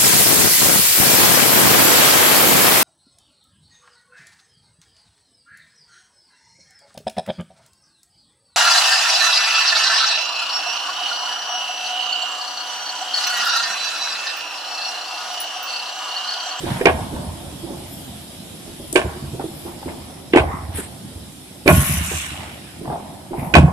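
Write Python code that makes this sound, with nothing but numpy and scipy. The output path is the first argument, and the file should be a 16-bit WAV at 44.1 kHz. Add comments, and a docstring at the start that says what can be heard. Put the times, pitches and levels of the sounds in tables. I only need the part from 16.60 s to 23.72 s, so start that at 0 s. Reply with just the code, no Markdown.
"""Stereo pair close to a scaffold deck under a concrete ceiling; hollow concrete blocks stack to its right.
From the start site noise, wash and hiss hold underneath, faint rustles pass, and dull knocks ring farther off.
Blocks then land corner, edge, face, among short contacts, thumps and rough mid-pitched noises: ringing modes and
gritty crushing overload the microphone, and each load makes the deck boom. Near five seconds loose grit hisses
down the pile as filtered grains and faint sines ring just after the fourth landing; a fifth landing follows."""
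import sys
import numpy as np
from scipy import signal
from scipy.fft import rfft, irfft
from scipy.io import wavfile
from scipy.ndimage import uniform_filter1d

SR = 44100
rng = np.random.default_rng(int(sys.argv[2]) if len(sys.argv) > 2 else 0)


def log_audio(samples):
    """Write samples as a 16-bit WAV file to the path given in sys.argv[1]."""
    # one column per channel
    frames = np.atleast_2d(samples).T
    # limit to full scale, then quantise
    limited = np.clip(frames, -1, 1)
    pcm = np.round(limited * 32767).astype(np.int16)
    wavfile.write(sys.argv[1], SR, pcm)


N = 313992
TIME = np.arange(N) / SR

# centres of the four registers of a blow: body, clack, ring, grit [f/Hz]
REGISTER_HZ = [380, 800, 2200, 7000]
# ringing modes of a hollow block [f/Hz, level flat/dB, level on one end/dB, t60/s]
BLOCK_MODES = [(358.6, 6.5, 5.5, 0.046), (460, 3, -9, 0.035), (601.5, -3.5, 3.5, 0.064),
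               (654.4, 1.5, -7.5, 0.069), (696.4, -4.5, -3.5, 0.063), (794, -10.5, -6, 0.044),
               (1012, -5.5, -12, 0.048), (1087, -11, 1, .045), (1400, -5, -2, 0.032),
               (1540, -3, -5.5, 0.059), (1723, -4, -9, .045), (1996, -2, -17, .028),
               (2264, -1.5, -11, 0.035), (2505, -35, -1, .055), (2670, -6, -30, 0.015),
               (2924, -4, -21, 0.016), (3290, -5.5, -24, 0.023)]
# spectrum of rough faces crushing [f/Hz, level per Hz/dB]
CRUNCH = [(60, 1), (200, 6.5), (380, 7.5), (600, 1), (900, 3), (1300, -8.5), (2500, 1), (3500, -13),
          (4300, -21.5), (6500, -32.5), (9500, -22.5), (15000, -90)]
# a block is too small to radiate deep bass [f/Hz, level/dB]
BLOCK_BASS_CUT = [(200, -10), (320, -0.5)]

# steady site noise: low part [f/Hz, level per Hz/dB], then its level over time [t/s, level/dB]
SITE_SPECTRUM = [(20, -28), (40, -32), (64, -2), (108, -1), (172, 0.5), (340, -4), (430, -13), (700, -10.5),
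                 (1050, -20.5), (1500, -24), (2500, -28), (4000, -61)]
SITE_LEVEL = [(0, -31), (.8, -35), (1.9, -39), (4.2, -37.5), (4.9, -42.5), (5.7, -41), (7.1, -36)]
# mid-treble wash and high hiss [f/Hz, level per Hz/dB]
WASH_SPECTRUM = [(900, -18), (2000, -3), (2700, 3.5), (3200, 11), (3850, 9), (4400, 0.5), (6000, -54)]
HISS_SPECTRUM = [(2000, -5.5), (4400, -3.5), (5200, -1), (6100, -8), (7000, -6), (8700, -1.5), (10900, -1),
                 (12500, -9.5), (15200, -18)]
# rise and fall shared by wash and hiss [t/s, level/dB]
TREBLE_LEVEL = [(0, 4), (.7, 0), (3.298, -.5), (3.9, -5), (4.35, -2), (4.698, -2.5), (6.001, -3),
                (7.1, -6.5)]
HISS_DB, WASH_DB = -41.5, -47.5  # added to the treble level
WASH_DEPTH = 1.4  # the wash follows the treble level more steeply than the hiss

# short faint hisses and rustles at various pitches
# [t/s, length t/s, level/dB, f/Hz, width of each pole f/Hz]
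RUSTLES = [(0, 0.4, -32.5, 1470, 2000), (0.056, 0.13, -37, 2740, 1650), (1.24, 0.33, -43.5, 12100, 2640),
           (2.142, 0.33, -45.5, 10380, 3050), (2.327, 0.0055, -16, 8700, 4000),
           (2.328, 0.071, -28, 8900, 2305), (2.421, 0.27, -40.5, 1380, 1400),
           (2.91, 0.26, -43, 11400, 3200), (3.722, 0.085, -26, 2820, 900), (4.137, 0.099, -30, 9800, 2600),
           (4.156, 0.17, -36, 8560, 2400), (4.116, 0.2, -35, 1750, 4330), (6.734, 0.32, -42, 11080, 3020),
           (6.74, 0.22, -40.5, 2160, 896)]

# knocks farther off, often half a second apart [t/s, thud level/dB, clack level/dB, boom level/dB]
FAR_KNOCKS = [(.03, -16.5, -16, -28), (.52, -17.5, -20, -30.5), (1.029, -25, -31.5, -35),
              (1.1, -23.5, -35, -36), (2.072, -29.5, -62, -42), (2.196, -24, -55, -45),
              (2.549, -20.5, -45, -31), (2.733, -22.5, -43, -51), (2.838, -22, -61, -50),
              (3.048, -23.5, -28, -48), (3.257, -18.5, -30, -38), (6.21, -23.5, -27, -28),
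              (6.706, -22, -18, -23)]
# a far thud and a far clack by register: body, clack, ring [level/dB]
FAR_THUD = [2.6, -13, -27]
FAR_CLACK = [-30, 1.3, -27]
# the floor answers each far knock [delay t/s, level/dB]
FAR_BOOMS = [(.076, -1.5), (.118, -6.5)]
FAR_FIRMNESS_DB = 8.5  # per octave of deck mode
THUD_RISE_S, SLIP_RISE_S = .012, .0025  # time constants
JUDDER_DELAY_S, JUDDER_GAP_S = .034, .024
JUDDER_LOSS_DB, JUDDER_UNEVEN_DB = 2.5, 3  # loss per slip, random spread

# short pitched contacts, light or hard, alone or within landings [t/s, level/dB, strongest f/Hz]
CONTACTS = [(.078, -15.5, 950), (.281, 0.5, 1500), (.302, -14, 780), (.562, -16.5, 950), (.606, -27, 790),
            (.632, -21.5, 760), (1.074, -25, 770), (1.14, -27, 780), (2.329, -17, 380), (2.392, -10, 1200),
            (2.443, -17, 448), (2.453, -15, 520), (2.492, -19, 1100), (2.516, -30, 380), (2.796, -6.5, 560),
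            (2.812, -19, 900), (2.841, -15.5, 430), (3.066, -22.5, 700), (3.086, -23, 1050),
            (3.228, -20.5, 855), (3.279, -15, 620), (3.298, -22, 1500), (3.748, 2, 650), (3.772, -11, 1500),
            (3.868, -23, 900), (4.123, -24, 850), (4.185, -17, 400), (4.203, -25, 380), (5.087, 3, 1400),
            (5.514, -14.5, 544), (5.534, -17.5, 697), (5.743, -25.5, 750), (6.254, -16.5, 780),
            (6.276, -13.5, 670), (6.3, -12, 730), (6.324, -13, 850), (6.356, -15, 726), (6.398, -20, 690),
            (6.732, -17.5, 820), (6.782, -14.5, 700), (7.08, -8.5, 710)]
CONTACT_DB_PER_OCTAVE = 18.5  # how fast a short contact weakens away from that pitch
CORNER_RING, CONTACT_RING = 0.86, 0.51  # share of the full ring time

# deck modes at rest [f/Hz], then their ring in the same order [level/dB, t60/s]
DECK_HZ = [62, 84, 113, 146, 163, 190, 228, 275]
DECK_RING = [(-10.5, 0.13), (0.5, 0.11), (-16, 0.04), (-1, 0.078), (-7, 0.1), (-7, 0.064), (-4, 0.057),
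             (-16, 0.062)]
DECK_DETUNE = .06  # ratio, scaled by a random draw
# weak deep bass of the deck [f/Hz, level/dB]
DECK_BASS_CUT = [(10, -30), (38, -35), (62, 3.5)]
# the deck takes every landing in the same few jolts [delay t/s, level/dB]
SAG = [(.008, -6), (0.029, 1), (0.054, 1.5), (0.092, -1), (0.105, -2.5)]
# further deck booms, rebounds or treads [t/s, level/dB, firmness per octave/dB]
FURTHER_BOOMS = [(.42, -24, -9), (.555, -26, -10), (0.679, -20.5, -7), (0.869, -30.5, -3),
                 (2.462, -19.5, -5), (2.669, -24.5, 0), (3.272, -33, -6), (3.89, -16, -11),
                 (3.94, -23.5, 3), (4.035, -22.5, -16), (4.09, -20, -19), (4.148, -21.5, -4),
                 (4.56, -25.5, -8), (5.225, -18.5, 4), (5.295, -21.5, 5), (5.372, -12.5, -8),
                 (5.41, -10.5, -6.5), (5.537, -20, -6), (5.718, -29.5, 5.5), (5.787, -23.5, -5),
                 (5.865, -32.5, -4)]
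# short low thumps, some together with a landing [t/s, level/dB, f/Hz]
LOW_THUMPS = [(0.114, -4, 136), (0.153, -12, 140), (.257, -7, 196), (.345, -12, 210), (2.449, -8.5, 112),
              (2.731, -12, 129), (3.763, -9, 280), (3.797, -6, 130), (4.195, -15, 216), (5.338, -10, 165),
              (5.48, -15.5, 200), (6.276, -14, 149), (6.297, -15, 130), (6.789, -12, 142),
              (6.826, -10.5, 127), (6.868, -10, 165)]
THUMP_T60_S = 0.054

# landings: corner touches, edge strikes and rings, face slaps and rattles, deck sags
# [strike t/s, wall pitch ratio, 0 flat to 1 on its end, corner lead t/s, corner level/dB,
#  corner brightness level/dB, body level/dB, ring level/dB, grit level/dB, right-left of ring level/dB,
#  time between bounces t/s, slap level/dB, slap grit level/dB, boom level/dB, firmness per octave/dB]
LANDINGS = [(0.2558, 1.075, 0.11, .0448, -9, -13, -4, 2.5, -5.5, 15, 0.013, -5.5, -32, -19.5, -10),
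            (2.3576, 1.02, 0.23, 0.0036, -5.5, -20, -3, -1.5, 0, 16, 0.019, -14, -6.5, -32, 0),
            (3.7595, .998, 0.15, 0.0245, -5, -8.5, -4, -6.5, -2.5, 11, .0118, -7.5, -4.5, -20, -9),
            (5.0761, 1.002, 1, 0.016, -2.5, -32, -8, 3, -20, 20, .0105, -4, -28, -8, 1),
            (6.9386, 0.99, 1, 0.0018, -29, -10, -12.5, 6.5, -17, 49, 0.013, -2, 4.5, -3, 1)]
# corner touch by register: body, clack, ring, grit [level/dB]
CORNER = [-1, -19, 4.5, -16]
# face slap by register: body, clack, ring [level/dB]
SLAP = [-7.5, 0, -2.6]
STRIKE_CLACK_DB = -8  # relative to the body
BOUNCE_LOSS_DB, BOUNCE_UNEVEN = 4.5, .22  # loss per bounce; random share of the gap
BOUNCE_SIDE_DB = 0.5  # right-left of all but edge strikes
SPOT_DB = 3  # scales the random favour that each spot gives to a mode

# rough mid-pitched noises, some gliding, some only a murmur
# [t/s, length t/s, level/dB, first f/Hz, last f/Hz, width of each pole f/Hz]
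ROUGH_NOISES = [(0.359, 0.15, -34, 784, 850, 422), (0.538, 0.18, -40, 850, 720, 480),
                (1.059, 0.23, -39.5, 735, 770, 450), (2.795, 0.061, -38, 1300, 1200, 1000),
                (3.059, .09, -38, 950, 1090, 600), (3.271, 0.078, -39.5, 1700, 2100, 1800),
                (3.294, 0.11, -39.5, 850, 760, 400), (3.806, .12, -25.5, 600, 810, 240),
                (3.795, .06, -27, 1130, 1130, 260), (3.832, 0.28, -39, 1930, 2020, 500),
                (3.883, .17, -29, 1070, 1170, 240), (4.179, 0.056, -33.5, 1590, 1700, 600),
                (5.735, 0.3, -37, 810, 750, 440), (6.216, 0.2, -34, 308, 453, 150),
                (6.28, 0.18, -29, 816, 750, 380), (6.703, 0.13, -31, 315, 396, 160),
                (6.417, 0.33, -40, 756, 760, 453), (6.771, 0.34, -31.5, 764, 756, 435)]
BURST_GAP_S, BURST_DECAY_S = .015, .006
STEADY_SHARE = .5  # gain of the noise between bursts

# coarse rush of grit [f/Hz, level per Hz/dB]
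RUSH_SPECTRUM = [(200, -49), (600, -9), (1400, 3), (2800, 5), (3700, -0.5), (4500, -8.5), (6200, -20),
                 (8500, -7), (11000, -21)]
RUSH_START_S, RUSH_RISE_S, RUSH_HOLD_S = 5.055, 0.014, 0.57
RUSH_DB, RUSH_SAG_DB_PER_S = -25.5, 8
RUSH_FALL_DB_PER_S = 28  # on top of the sag, after the hold
# bands of fine hiss [t/s, hold t/s, level/dB, full from f/Hz, full up to f/Hz]
FINE_HISSES = [(5.057, 0.27, -24, 9600, 11500), (5.07, 0.29, -32, 5200, 7840),
               (5.428, 0.18, -29, 5330, 9700)]
FINE_RISE_S, FINE_FALL_DB_PER_S = 0.04, 105

# a faint steady ring just after the fourth landing [f/Hz, level/dB, t60/s]
FAINT_RING = [(1094, -25, .8), (1421, -29, .65), (1453, -21, .45), (2511, -34, .5)]

# reflections off the piles close by, and the long tail of the hall [f/Hz, t60/s]
NEAR_T60 = [(100, 0.2), (350, 0.083), (800, 0.17), (2000, 0.074), (5000, 0.19), (12000, 0.11)]
HALL_T60 = [(100, 1.4), (400, 0.24), (900, 1.73), (1600, 0.76), (2500, 0.31), (10000, 0.51)]
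# how alike diffuse sound is at the two ports [f/Hz, left-right likeness]
PORT_LIKENESS = [(60, 0.98), (150, 0.97), (350, 0.5), (800, 0.56), (1500, 0), (6000, 0.04)]
# colour difference between the ports [f/Hz, left-right level/dB]
PORT_TILT = [(60, -1.8), (200, -2), (400, -4), (800, 0), (2300, -1.5), (4300, -2), (8000, -6), (11000, 7.5),
             (14800, 1)]
PORT_LAG = 7  # samples by which the left port hears later
EDGE_HZ = 15150  # upper band limit


def amp(db):
    """Decibels to gain."""
    return 10 ** (np.asarray(db) / 20)


def evened(x):
    """Scales to rms 1."""
    return x / np.sqrt(np.mean(x ** 2) + 1e-20)


def read(points, hz):
    """Reads a table on a log-frequency axis."""
    f, value = np.transpose(points)
    return np.interp(np.log(hz + 1), np.log(f + 1), value)


def add(mix, s, sound):
    """Adds a sound to the mix at time s."""
    part = mix[..., round(s * SR):][..., :sound.shape[-1]]
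    part += sound[..., :part.shape[-1]]


def colour(x, points):
    """Filters by a spectrum of (f/Hz, level/dB)."""
    size = x.shape[-1]
    gain = amp(read(points, np.fft.rfftfreq(size, 1 / SR)))
    return irfft(rfft(x) * gain, size)


def diffuse(size):
    """White noise at the two ports: alike in the bass, nearly unrelated in the treble."""
    a, b = rfft(rng.standard_normal((2, size)))
    same = np.clip(read(PORT_LIKENESS, np.fft.rfftfreq(size, 1 / SR)), -1, 1)
    return irfft(np.array([a, same * a + np.sqrt(1 - same ** 2) * b]), size)


def patchy(x, depth_db, bins_count, frames_count):
    """Lets the level drift at random in patches of frequency and time."""
    z = signal.stft(x, nperseg=1024, noverlap=768)[2]
    patches = rng.standard_normal(z.shape[1:])
    patches = uniform_filter1d(patches, bins_count, 0)
    patches = evened(uniform_filter1d(patches, frames_count, 1))
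    return signal.istft(z * amp(depth_db * patches), nperseg=1024, noverlap=768)[1][:, :N]


def background(spectrum, level_db, patchy_db):
    """Steady noise with drifting patches."""
    noise = patchy(diffuse(N), patchy_db, bins_count=6, frames_count=12)
    return evened(colour(noise, spectrum)) * amp(level_db)


def site():
    """Low site noise, a mid-treble wash and a high hiss, each as coloured noise."""
    low_db = np.interp(TIME, *np.transpose(SITE_LEVEL))
    treble_db = np.interp(TIME, *np.transpose(TREBLE_LEVEL))
    low = background(SITE_SPECTRUM, low_db, patchy_db=2)
    wash = background(WASH_SPECTRUM, WASH_DB + WASH_DEPTH * treble_db, patchy_db=-1.8)
    hiss = background(HISS_SPECTRUM, HISS_DB + treble_db, patchy_db=2.5)
    return low + wash + hiss


def grains(per_s):
    """A shower of tiny impacts of uneven size at each port."""
    size = amp(2 * np.minimum(rng.exponential(1, (2, N)), 4)) * rng.standard_normal((2, N))
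    return size * (rng.random((2, N)) < per_s / SR)


def clumps(depth_db, clump_s):
    """A gain that swells and sags at random."""
    width = max(round(clump_s * SR), 1)
    drift = uniform_filter1d(uniform_filter1d(rng.standard_normal(N), width), width)
    return amp(depth_db * evened(drift))


def resonate(x, hz, width_hz):
    """A resonance of two equal poles that follows the curve hz."""
    turn = np.exp(2j * np.pi * np.cumsum(hz * np.ones(x.shape[-1])) / SR)
    r = np.exp(-np.pi * width_hz / SR)
    # shift the pitch down to zero, smooth, and shift back up
    smooth = signal.lfilter([(1 - r) ** 2], [1, -2 * r, r * r], x / turn)
    return 2 * (turn * smooth).real


def rustles():
    """A burst of fine grains around one pitch, from a tick to a long rustle."""
    out = np.zeros((2, N))
    sand = grains(per_s=20000) * clumps(depth_db=1.8, clump_s=.006)
    for s, length, db, hz, width_hz in RUSTLES:
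        piece = sand[:, round(s * SR):][:, :round(length * SR)]
        rustle = evened(resonate(piece, hz, width_hz))
        swell = np.interp(np.linspace(0, 1, rustle.shape[1]), [0, .25, 1], [0, 1, 0])
        add(out, s, amp(db) * rustle * swell)
    return out


def room(x, t60, build_s, size):
    """Dense reflections that build up, then die at each band's own speed."""
    hz, t, z = signal.stft(diffuse(size), SR, nperseg=256)
    decay = amp(-60 * t / read(t60, hz)[:, None])
    tail = signal.istft(z * decay, SR, nperseg=256)[1]
    tail *= 1 - np.exp(-(TIME[:tail.shape[1]] / build_s) ** 2)
    return signal.fftconvolve(x, tail / np.linalg.norm(tail[0]), axes=1)[:, :x.shape[1]]


def placed(sound, close_db):
    """A sound on the right reaches the left port later; each call draws its own reflections off the piles."""
    direct = np.array([np.pad(sound, (PORT_LAG, 0))[:len(sound)], sound])
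    return direct + amp(close_db) * room(sound[None], NEAR_T60, build_s=0.003, size=8192)


def contact(parts_db, pitch, on_end, held, detune, ring_db, crunch_db, crunch_t60, rise_s):
    """The block's modes ring for a scaled time while rough faces crush; the blow weights each register."""
    t = TIME[:8192]
    force = list(zip(REGISTER_HZ, parts_db))
    share = np.clip(on_end, 0, 1)
    stretch = pitch * (1 + detune * rng.uniform(-0.86, 1, len(BLOCK_MODES)))
    spot_db = SPOT_DB * rng.uniform(-1.34, 1, len(BLOCK_MODES))  # each spot favours other modes
    ring = np.zeros(len(t))
    for k, (hz, flat_db, end_db, t60) in enumerate(BLOCK_MODES):
        mode_db = (1 - share) * flat_db + share * end_db + spot_db[k] + read(force, hz)
        decaying = amp(mode_db - 60 * t / (t60 * held))
        ring += (-1) ** k * decaying * np.sin(2 * np.pi * hz * stretch[k] * t)
    rough = evened(colour(rng.standard_normal(len(t)), CRUNCH))
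    crunch = colour(rough, force) * amp(-60 * t / crunch_t60)
    return (amp(ring_db) * ring + amp(crunch_db) * crunch) * (1 - np.exp(-t / rise_s))


def far_contact(parts_db, held, scuff_s, rise_s):
    """A soft-edged contact with a scuff and hardly any grit."""
    knock = contact([*parts_db, -62], pitch=0.92, on_end=0.66, held=held, detune=0.088,
                    ring_db=-3.5, crunch_db=1.5, crunch_t60=scuff_s, rise_s=rise_s)
    return placed(knock, close_db=-0.5)


def judder(count):
    """A block shoved into place slips in uneven jerks that weaken: rows of (delay t/s, level/dB)."""
    draws = rng.uniform([-.15, -1], [.15, 1], (count, 2))
    return [(JUDDER_DELAY_S + (k + shift) * JUDDER_GAP_S, JUDDER_UNEVEN_DB * size - k * JUDDER_LOSS_DB)
            for k, (shift, size) in enumerate(draws)]


def far_blocks():
    """Elsewhere on the floor: a dull thud, then the block judders into place."""
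    out = np.zeros((2, N))
    for s, thud_db, clack_db, _ in FAR_KNOCKS:
        thud = far_contact(np.add(FAR_THUD, thud_db), held=1.52, scuff_s=0.084, rise_s=THUD_RISE_S)
        add(out, s, thud)
        for delay_s, db in judder(count=6):
            parts_db = np.add(FAR_CLACK, clack_db + db)
            add(out, s + delay_s, far_contact(parts_db, held=0.81, scuff_s=0.043, rise_s=SLIP_RISE_S))
    return out


def hall(near, far, boom):
    """The long tail under the ceiling: far knocks are sent to it at a higher gain than pile or deck."""
    sent = amp(-20) * near + amp(-6) * far + amp(-18) * boom
    return room(sent, HALL_T60, build_s=0.032, size=SR)


def on_pile(parts_db, side_db, pitch=1, on_end=0, held=1):
    """A contact on the pile to the right, so the left port hears its ring more weakly."""
    rise_s = np.interp(parts_db[-1], [-38, -20], [.0012, .0006])  # a gritty, hard contact starts faster
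    knock = contact(parts_db, pitch, on_end, held, detune=.005, ring_db=-1,
                    crunch_db=5.5, crunch_t60=.035, rise_s=rise_s)
    left, right = placed(knock, close_db=-4.5)
    shade = [(300, 0), (1100, 0), (2200, -side_db), (4000, -side_db), (9000, 0)]
    return np.array([colour(left, shade), right])


def short_contacts():
    """Short pitched contacts, light or hard, alone or within landings: the ring is cut short."""
    out = np.zeros((2, N))
    for s, db, hz in CONTACTS:
        octaves_off = abs(np.log2(np.divide(REGISTER_HZ, hz)))
        parts_db = db - CONTACT_DB_PER_OCTAVE * octaves_off
        pitch, on_end = rng.uniform(0.96, 1.063), rng.random()
        add(out, s, on_pile(parts_db, BOUNCE_SIDE_DB, pitch, on_end, CONTACT_RING))
    return out


def jolts():
    """All that shakes the deck: rows of (t/s, level/dB, firmness per octave/dB)."""
    loads = [(s + delay_s, boom_db + db, firmness)
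             for s, *_, boom_db, firmness in LANDINGS for delay_s, db in SAG]
    knocks = [(s + delay_s, boom_db + db, FAR_FIRMNESS_DB)
              for s, *_, boom_db in FAR_KNOCKS for delay_s, db in FAR_BOOMS]
    return loads + knocks + list(FURTHER_BOOMS)


def deck():
    """Each load sets planks booming; firmness wakes upper modes, and random spots shift pitch and strength."""
    t, out = TIME[:16384], np.zeros((2, N))
    mode_db, t60 = np.transpose(DECK_RING)
    octaves = np.log2(np.array(DECK_HZ) / DECK_HZ[1])
    for s, db, firmness_db in jolts():
        shift, spot = rng.uniform(-1.4, 1, (2, len(DECK_RING)))
        hz = DECK_HZ * (1 + DECK_DETUNE * shift)
        modes = amp(-60 * t / t60[:, None]) * np.sin(2 * np.pi * np.outer(hz, t))
        strength = amp(db - 1.0 + mode_db + firmness_db * octaves + SPOT_DB * spot)
        boom = strength @ modes * (1 - np.exp(-t / 0.0035))
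        add(out, s, placed(boom, close_db=-8.0))
    return colour(out, DECK_BASS_CUT)


def low_thumps():
    """Short low thumps, some together with a landing: a decaying sine with a soft start."""
    t, out = TIME[:8192], np.zeros((2, N))
    for s, db, hz in LOW_THUMPS:
        push = amp(db - 60 * t / THUMP_T60_S) * np.sin(2 * np.pi * hz * t)
        add(out, s, placed(push * (1 - np.exp(-t / 0.0046)), close_db=-8.0))
    return out


def rattle(bounce_s, slap_db, grit_db, count):
    """The face slaps, then bounces unevenly and weaker: rows of (delay t/s, level by register/dB)."""
    gaps = bounce_s * np.append(1, 1 + BOUNCE_UNEVEN * rng.uniform(-1, 1, count - 1))
    first_db = np.append(np.add(SLAP, slap_db), grit_db)
    return [(delay_s, first_db - k * BOUNCE_LOSS_DB) for k, delay_s in enumerate(np.cumsum(gaps))]


def landings():
    """Each block lands in stages: a held corner touches, an edge strikes freely, the face rattles to rest."""
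    out = np.zeros((2, N))
    for (s, pitch, on_end, lead_s, corner_db, bright_db, body_db, ring_db, grit_db, side_db,
         bounce_s, slap_db, slap_grit_db, _, _) in LANDINGS:
        touch_db = np.add(CORNER, corner_db) + [0, 0, bright_db, bright_db]
        add(out, s - lead_s, on_pile(touch_db, BOUNCE_SIDE_DB, pitch, on_end, CORNER_RING))
        strike_db = [body_db, body_db + STRIKE_CLACK_DB, ring_db, grit_db]
        add(out, s, on_pile(strike_db, side_db, pitch, on_end))
        for delay_s, parts_db in rattle(bounce_s, slap_db, slap_grit_db, count=3):
            add(out, s + delay_s, on_pile(parts_db, BOUNCE_SIDE_DB, pitch, on_end))
    return out


def rough_noises():
    """Rough mid-pitched noises, some gliding, some only a murmur: uneven bursts of noise in a resonance."""
    out = np.zeros((2, N))
    for s, length, db, first_hz, last_hz, width_hz in ROUGH_NOISES:
        t = TIME[:round(length * SR)]
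        gaps, sizes = rng.uniform([.4, .4], [1.6, 1], (32, 2)).T
        since = t - (np.cumsum(gaps) - gaps[0])[:, None] * BURST_GAP_S
        bursts = sizes @ ((since >= 0) * np.exp(-abs(since) / BURST_DECAY_S))
        rough = diffuse(size=16384)[:, :len(t)] * (STEADY_SHARE + bursts)
        pitched = resonate(rough, np.linspace(first_hz, last_hz, len(t)), width_hz)
        swell = np.interp(t / length, [0, .2, .55, 1], [0.12, 0.98, 0.48, 0.11])
        add(out, s, amp(db) * evened(pitched) * swell)
    return out


def flow(start_s, rise_s, hold_s, fall_db_per_s):
    """A run of grit starts quickly, holds, then dies away."""
    t = np.maximum(TIME - start_s, 0)
    return np.minimum(t / rise_s, 1) * amp(-fall_db_per_s * np.maximum(t - hold_s, 0))


def sliding_grit():
    """Loose grit runs down the pile: a coarse rush that thins, and bands of fine hiss with uneven level."""
    coarse = patchy(grains(per_s=4000), 2.5, bins_count=7, frames_count=10)
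    clumped = grains(per_s=4500) * clumps(depth_db=1.2, clump_s=.008)
    sand = patchy(clumped, 3.2, bins_count=8, frames_count=20)
    rush_db = RUSH_DB - RUSH_SAG_DB_PER_S * np.maximum(TIME - RUSH_START_S, 0)
    rush_flow = flow(RUSH_START_S, RUSH_RISE_S, RUSH_HOLD_S, RUSH_FALL_DB_PER_S)
    out = evened(colour(coarse, RUSH_SPECTRUM)) * amp(rush_db) * rush_flow
    for s, hold_s, db, low_hz, high_hz in FINE_HISSES:
        band = [(low_hz / 2, -40), (low_hz * 0.88, -13), (low_hz, 0),
                (high_hz, 0), (high_hz * 1.04, -7), (high_hz * 1.3, -14), (high_hz * 2.0, -20)]
        fine_flow = flow(s, FINE_RISE_S, hold_s, FINE_FALL_DB_PER_S)
        out = out + evened(colour(sand, band)) * amp(db) * fine_flow
    return out


def faint_ring():
    """A faint steady ring just after the fourth landing: a few slowly decaying sines."""
    t, out = TIME[:SR], np.zeros((1, N))
    ring = sum(amp(db - 60 * t / t60) * np.sin(2 * np.pi * hz * t) for hz, db, t60 in FAINT_RING)
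    add(out, 5.085, ring)
    return out


def scene():
    """All sources, with the long tail of the hall."""
    near = colour(short_contacts() + landings(), BLOCK_BASS_CUT)
    far = far_blocks()
    boom = deck() + low_thumps()
    blocks = near + far + boom + hall(near, far, boom)
    return site() + rustles() + blocks + rough_noises() + sliding_grit() + faint_ring()


def record(dry):
    """The two ports differ in colour; the loudest peaks flatten at full scale; then the band limit."""
    ports = np.array([colour(x, [(hz, sign * db / 2) for hz, db in PORT_TILT])
                      for x, sign in zip(dry, (1, -1))])
    clipped = ports / (1 + ports ** 6) ** (1 / 6)
    lowpass = signal.firwin(511, EDGE_HZ, window=("kaiser", 9), fs=SR)
    return signal.oaconvolve(clipped, lowpass[None], "same")


dry = scene()
out = record(dry)
log_audio(out)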